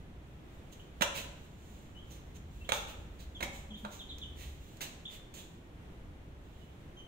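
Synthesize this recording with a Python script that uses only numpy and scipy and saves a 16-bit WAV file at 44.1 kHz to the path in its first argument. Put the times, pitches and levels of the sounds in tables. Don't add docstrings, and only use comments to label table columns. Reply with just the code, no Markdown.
import sys
import numpy as np
from scipy import signal
from scipy.fft import rfft, irfft, next_fast_len
from scipy.io import wavfile
from scipy.ndimage import uniform_filter1d, map_coordinates

SR = 44100
rng = np.random.default_rng(int(sys.argv[2]) if len(sys.argv) > 2 else 0)


def digitize_waveform(pressure):
    field = np.atleast_2d(pressure).T
    bounded = np.clip(field, -1, 1)
    quanta = np.round(bounded * 32767).astype(np.int16)
    wavfile.write(sys.argv[1], SR, quanta)


N = 312095
T = np.arange(N) / SR

# frequency in Hz, relative level in dB per Hz.
BACKGROUND_COLOUR = [(20, -4), (42, -3.5), (90, -4.5), (140, -4), (230, -10), (320, -10), (470, -16),
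                     (750, -20), (1050, -23.5), (2400, -28), (3500, -31), (4800, -42), (6500, -40.5),
                     (10000, -47), (15500, -47.5)]
# time in seconds, level in dB before the overall rumble gain.
RUMBLE_LEVELS = [(0.0, -52.5), (0.79, -60.5), (1.06, -52), (1.48, -57), (1.93, -53.5), (3.01, -50),
                 (4.06, -56), (4.39, -47.5), (4.89, -61), (5.58, -62), (6.07, -52.5), (7.08, -66.5)]
# frequency in Hz, relative level in dB per Hz.
RUMBLE_COLOUR = [(20, -29), (45, -0.5), (60, 1.5), (80, 1.5), (110, -19.5), (250, -20), (600, -62),
                 (2000, -87)]
# frequency in Hz, correlation from -1 to 1.
PORT_LIKENESS = [(60, 0.98), (130, 0.95), (290, 0.82), (640, 0.4), (1300, -0.17), (2500, -0.056),
                 (5000, -0.0038)]
# frequency in Hz, time to fall by 60 dB in seconds.
CORRIDOR_T60 = [(150, 0.99), (600, 0.89), (2000, 0.71), (3600, 0.66), (7500, 0.59), (15000, 0.23)]

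# time of the peak in seconds, rise from half height to the peak
# in seconds, decay in seconds, level in dB, ring in Hz.
SCUFFS = [(.733, 0.011, .011, -56.5, 6700), (1.18, .026, 0.032, -40.5, 2500), (1.75, .19, 0.17, -69, 7100),
          (2.115, 0.01, 0.052, -56.5, 6130), (2.369, 0.016, 0.0056, -58, 6240),
          (2.90, 0.022, .024, -52, 2900), (3.209, .015, 0.036, -57.5, 4600),
          (3.561, 0.027, 0.05, -56, 7500), (3.796, .025, 0.054, -64, 12100),
          (3.935, .02, 0.05, -53.5, 6660), (4.185, 0.0016, 0.0025, -48.5, 5370),
          (4.425, .043, 0.073, -53, 2010), (4.771, 0.0021, .0066, -57, 7440),
          (4.816, 0.0047, 0.032, -39, 1810), (5.15, 0.04, .023, -53.5, 1870),
          (5.342, 0.0024, 0.059, -52, 7300), (5.395, 0.026, 0.031, -53, 3380), (6.62, .13, 0.14, -71, 3100)]
# frequency in Hz, relative level in dB per Hz.
SCUFF_COLOUR = [(200, 2.5), (600, 1.5), (1300, -7), (1900, -5), (2700, 1), (3900, 0.5), (5000, -12),
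                (6200, -4.5), (7100, -4), (8800, -12), (11500, -16), (15000, -9)]
SCUFF_HZ, SCUFF_TILT_DB, BRIGHTEN_DB = 2200, 1, 0.4
SCUFF_PAN_DB = -8.5
SLIDE_RISE_SHARE, SLIDE_HZ = 0.14, 5450
WALK_STARTS_S, WALK_ENDS_S, SETTLE_S = 0.68, 5.43, 0.35

# start in seconds, length in seconds, pitch in the middle in Hz, glide from
# start to end in Hz, arch of the middle over the ends in Hz, level in dB, overtone against the main tone in dB.
PEEPS = [(.795, 0.013, 3050, 600, 0, -58.5, -22), (1.948, 0.061, 3054, 458, -230, -60, -25),
         (2.611, 0.02, 2670, -30, -50, -56.5, -32), (2.643, 0.017, 3270, 890, 45, -57.5, -28),
         (3.348, 0.031, 3310, -560, 28, -51.5, -21), (3.704, 0.022, 3250, -320, 105, -53.5, -23),
         (3.737, 0.024, 3280, 743, -130, -51.5, -21), (3.991, 0.031, 3400, -950, 0, -49.5, -30),
         (4.091, 0.033, 3504, -1000, -67, -48, -24), (4.214, 0.0298, 3290, -900, -54, -47, -22),
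         (5.052, 0.02, 3600, -150, 700, -43.5, -24), (6.61, .03, 2960, 0, 30, -70, -20),
         (6.966, 0.045, 3106, -66, 70, -56, -17.5)]
TREMBLE = 0.014
FLUTTER_S, FLUTTER_DB = 0.029, -9

# start in seconds, level in dB, pitch in Hz,
# time to swell and then to decay in seconds.
BUMPS = [(1.01, -29.5, 212, 0.0031), (3.424, -38, 330, 0.0063), (3.701, -40.5, 209.6, 0.02),
         (3.828, -38, 209, 0.021)]

# time of the clap in seconds, level in dB, lead of the heel in seconds,
# roll-in in seconds, ring in Hz, pitch of the pop in Hz, boost or cut of the midrange around 1500 Hz in dB,
# left minus right in dB, slide decay in seconds, slide level in dB.
STEPS = [(1.0225, -18.5, .0118, 0.0024, 2700, 576, -6, -6.5, 0.0059, -29),
         (2.7205, -20, 0.029, 0.00022, 2840, 610, 0.5, -6.5, 0.048, -41.5),
         (3.429, -26, .0222, 0.0025, 2220, 357, -4.5, -0.5, 0.011, -40)]
# time in seconds, level in dB, roll-in in seconds, tilt in dB per octave, ring in Hz,
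# left minus right in dB.
TAPS = [(3.851, -33, 0.0028, -2.5, 830, -6.5), (4.808, -38, 0.0014, 5, 1850, 8)]
# frequency in Hz, width in Hz, boost or cut in dB.
SOLE_MODES = [(479, 6.4, -8), (610, 75, 6.5), (801, 45, 4), (988, 100, 7), (2290, 56, -6)]
# frequency in Hz, relative level in dB per Hz.
SLAP_COLOUR = [(40, -5), (100, -4.5), (220, 2), (330, -6), (560, -1), (900, -6), (1500, -3.5),
               (2800, -10.5), (3950, -10), (4900, -27.5), (6800, -17.5), (9000, -25), (12000, -32),
               (15000, -28)]
HEEL_DB, HEEL_PULSE, HEEL_ROLL_S, HEEL_DECAY_S = -8, 0.51, 0.00094, 0.008
HEEL_TILT_DB, HEEL_HZ, HEEL_MID_DB, HEEL_PAN_DB = -0.5, 2280, -4, -11.5
CLAP_DECAY_S, CLAP_TILT_DB = 0.0027, -0.08
POP_LAG_S, POP_DB, POP_ROLL_S, POP_DECAY_S, POP_TILT_DB, POP_PAN_DB = 0.0026, -9, 0.0015, 0.0045, -0.7, -6.5
TAP_DECAY_S, TAP_MID_DB = 0.0053, 2


def undb(db):
    return 10 ** (np.asarray(db) / 20)


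def unit(x):
    return x / np.sqrt(np.mean(x ** 2))


def along(points, hz):
    f, value = np.transpose(points)
    return np.interp(np.log(np.maximum(hz, 1)), np.log(f), value)


def bins(size):
    return np.arange(size // 2 + 1) * SR / size


def wander(rate):
    knots = rng.standard_normal(8192)
    return unit(map_coordinates(knots, [T * rate], order=1, mode="wrap"))


def diffuse(size):
    alike = np.clip(along(PORT_LIKENESS, bins(size)), -1, 1)
    mid, side = rfft(rng.standard_normal((2, size)))
    shared = mid * np.sqrt((1 + alike) / 2)
    opposed = side * np.sqrt((1 - alike) / 2)
    return shared + opposed * np.array([[1], [-1]])


def wash(colour):
    size = next_fast_len(N, True)
    spectra = diffuse(size) * undb(along(colour, bins(size)))
    return unit(irfft(spectra, size)[:, :N])


def ring(colour, tilt_db, modes=(), size=4096):
    hz = bins(size)
    db = along(colour, hz) + tilt_db * np.log2(np.clip(hz, 250, None) / 1000)
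    for centre, width, peak in modes:
        db = db + peak / (1 + (2 * (hz - centre) / width) ** 2)
    cepstrum = irfft(np.log(undb(db)))
    cepstrum[1:size // 2] *= 2
    cepstrum[size // 2 + 1:] = 0
    response = irfft(np.exp(rfft(cepstrum)))
    return response / np.linalg.norm(response)


def add(track, s, sound):
    start = max(int(s * SR), 0)
    part = sound[..., :max(N - start, 0)]
    track[..., start:start + part.shape[-1]] += part


def add_placed(track, s, sound, pan_db, lag_s):
    add(track[0], s + lag_s, sound * undb(pan_db / 2))
    add(track[1], s, sound * undb(-pan_db / 2))
    add(track[2], s, sound)


def background(air_db=-52, sway_db=-0.65, rumble_db=1, pan_db=-0.46):
    air = wash(BACKGROUND_COLOUR) * undb(air_db + sway_db * wander(rate=3.92))
    rumble = wash(RUMBLE_COLOUR) * undb(rumble_db + np.interp(T, *np.transpose(RUMBLE_LEVELS)))
    return (air + rumble) * undb(np.array([[pan_db], [-pan_db]]) / 2)


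def rustle(rustle_db=-73.0, resting_db=-10, sway_db=4.0, tilt_db=1.2, pan_db=-5, lag_s=0.00039):
    track = np.zeros((3, N))
    brush = signal.fftconvolve(rng.standard_normal(N), ring(SCUFF_COLOUR, tilt_db))[:N]
    resting = np.clip(np.maximum(WALK_STARTS_S - T, T - WALK_ENDS_S) / SETTLE_S, 0, 1)
    level_db = rustle_db + resting_db * resting + sway_db * wander(rate=11)
    add_placed(track, 0, brush * undb(level_db), pan_db, lag_s)
    return track


def rubs():
    slides = []
    for s, *_, decay, db in STEPS:
        rise = SLIDE_RISE_SHARE * decay
        slides.append((s + 2 * rise, rise, decay, db, SLIDE_HZ))
    for s, rise, decay, db, ring_hz in slides + list(SCUFFS):
        tilt_db = SCUFF_TILT_DB + BRIGHTEN_DB * np.log2(ring_hz / SCUFF_HZ)
        yield s, rise, decay, db, tilt_db, ring_hz, SCUFF_PAN_DB


def scuffs(grain_db=0.5, ring_db=6, ring_share=0.27, lag_s=0.00043, size=32768):
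    track, t = np.zeros((3, N)), T[:size]
    for s, rise, decay, db, tilt_db, ring_hz, pan_db in rubs():
        noise, sizes = rng.standard_normal((2, size))
        unevenness = unit(uniform_filter1d(sizes, size=40))
        slips = unit(noise * undb(grain_db * unevenness))
        since = t - 2 * rise
        swell = (1 - np.cos(np.pi / 2 * t / rise)) / 2
        pressure = np.where(since < 0, swell, np.exp(-np.abs(since) / decay))
        body = ring(SCUFF_COLOUR, tilt_db, [(ring_hz, ring_share * ring_hz, ring_db)])
        rub = signal.fftconvolve(slips * pressure, body)
        add_placed(track, s - 2 * rise, undb(db) * rub, pan_db, lag_s)
    return track


def chick(pan_db=-1, lag_s=0.0001):
    track, tremble = np.zeros((3, N)), wander(rate=630)
    for s, length, middle_hz, glide_hz, arch_hz, db, overtone_db in PEEPS:
        u = np.linspace(0, 1, int(length * SR))
        hz = middle_hz + glide_hz * (u - 0.5) - arch_hz * (2 * u - 1) ** 2
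        wobble = 1 + TREMBLE * np.roll(tremble, -int(s * SR))[:len(u)]
        phase = 2 * np.pi * np.cumsum(hz * wobble) / SR
        tone = np.sin(phase) + undb(overtone_db) * np.sin(2 * phase)
        peep = tone * np.sqrt(np.abs(np.sin(np.pi * u)))
        add_placed(track, s, undb(db) * unit(peep), pan_db, lag_s)
    return track


def fluttering(track, count=4):
    out = track.copy()
    for trip in range(1, count + 1):
        add(out[:2], trip * FLUTTER_S, undb(trip * FLUTTER_DB) * track[:2])
    return out


def bumps(size=16384):
    track, t = np.zeros(N), T[:size]
    for s, db, hz, decay in BUMPS:
        swell = (t / decay) * np.exp(-t / decay)
        add(track, s, undb(db) * 2 * swell * np.sin(2 * np.pi * hz * t))
    return track


def contacts():
    for s, db, lead, roll_in, ring_hz, pop_hz, mid_db, pan_db, _, _ in STEPS:
        yield (s - lead, db + HEEL_DB, HEEL_PULSE, HEEL_ROLL_S, HEEL_DECAY_S,
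               HEEL_TILT_DB, HEEL_HZ, HEEL_MID_DB, HEEL_PAN_DB)
        yield s, db, 1, roll_in, CLAP_DECAY_S, CLAP_TILT_DB, ring_hz, mid_db, pan_db
        yield (s + POP_LAG_S, db + POP_DB, 1, POP_ROLL_S, POP_DECAY_S,
               POP_TILT_DB, pop_hz, mid_db, POP_PAN_DB)
    for s, db, roll_in, tilt_db, ring_hz, pan_db in TAPS:
        yield s, db, 1, roll_in, TAP_DECAY_S, tilt_db, ring_hz, TAP_MID_DB, pan_db


def slaps(crunch=0.29, grit_hz=900, grit_lows=0.31, ring_db=6, ring_share=0.1,
          mid_hz=1500, mid_width_hz=900, lag_s=0.00043, size=4096):
    track, t = np.zeros((3, N)), T[:size] - T[size // 2]
    thin = signal.butter(1, grit_hz, "high", fs=SR, output="sos")
    for s, db, pulse, roll_in, decay, tilt_db, ring_hz, mid_db, pan_db in contacts():
        noise = rng.standard_normal(size)
        grit = grit_lows * noise + (1 - grit_lows) * signal.sosfilt(thin, noise)
        push = crunch * grit * np.exp(-np.abs(t) / np.where(t < 0, roll_in, decay))
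        push[size // 2] += pulse
        modes = list(SOLE_MODES) + [(ring_hz, ring_share * ring_hz, ring_db), (mid_hz, mid_width_hz, mid_db)]
        clap = signal.fftconvolve(push, ring(SLAP_COLOUR, tilt_db, modes))
        add_placed(track, s + t[0], 10 * undb(db) * clap / np.linalg.norm(clap), pan_db, lag_s)
    return track


def shaded(track, corner_hz=7000, shade_db=-7, facing_db=2.0):
    treble = signal.sosfilt(signal.butter(1, corner_hz, "high", fs=SR, output="sos"), track)
    return track + treble * (undb([[shade_db], [facing_db], [0]]) - 1)


def corridor(early, early_s=0.015, build_s=0.0053, size=65536):
    t, hz, noise = np.arange(size) / SR, bins(size), diffuse(size)
    centres, t60s = np.transpose(CORRIDOR_T60)
    tail = 0
    for share, t60 in zip(np.eye(len(centres)), t60s):
        band = irfft(noise * along(np.column_stack([centres, share]), hz))
        tail = tail + band * np.exp(-np.log(1000) * t / t60)
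    build_up = 1 - np.exp(-(t / build_s) ** 2)
    tail = tail * build_up * (1 + early * np.exp(-t / early_s))
    return unit(tail) / np.sqrt(size)


def heard(track, echoes, wet_db):
    return track[:2] + undb(wet_db) * signal.fftconvolve(track[2:], echoes, axes=1)[:, :N]


def scene():
    rubbing = heard(shaded(scuffs() + rustle()), corridor(early=0.99), wet_db=-2.5)
    bird = heard(fluttering(chick()), corridor(early=0.49), wet_db=-2)
    steps = heard(shaded(slaps()), corridor(early=1.0), wet_db=-3)
    return background() + rubbing + bird + bumps() + steps


def record(dry):
    return signal.sosfilt(signal.ellip(10, 0.2, 70, 15650, fs=SR, output="sos"), dry)


dry = scene()
out = record(dry)
digitize_waveform(out)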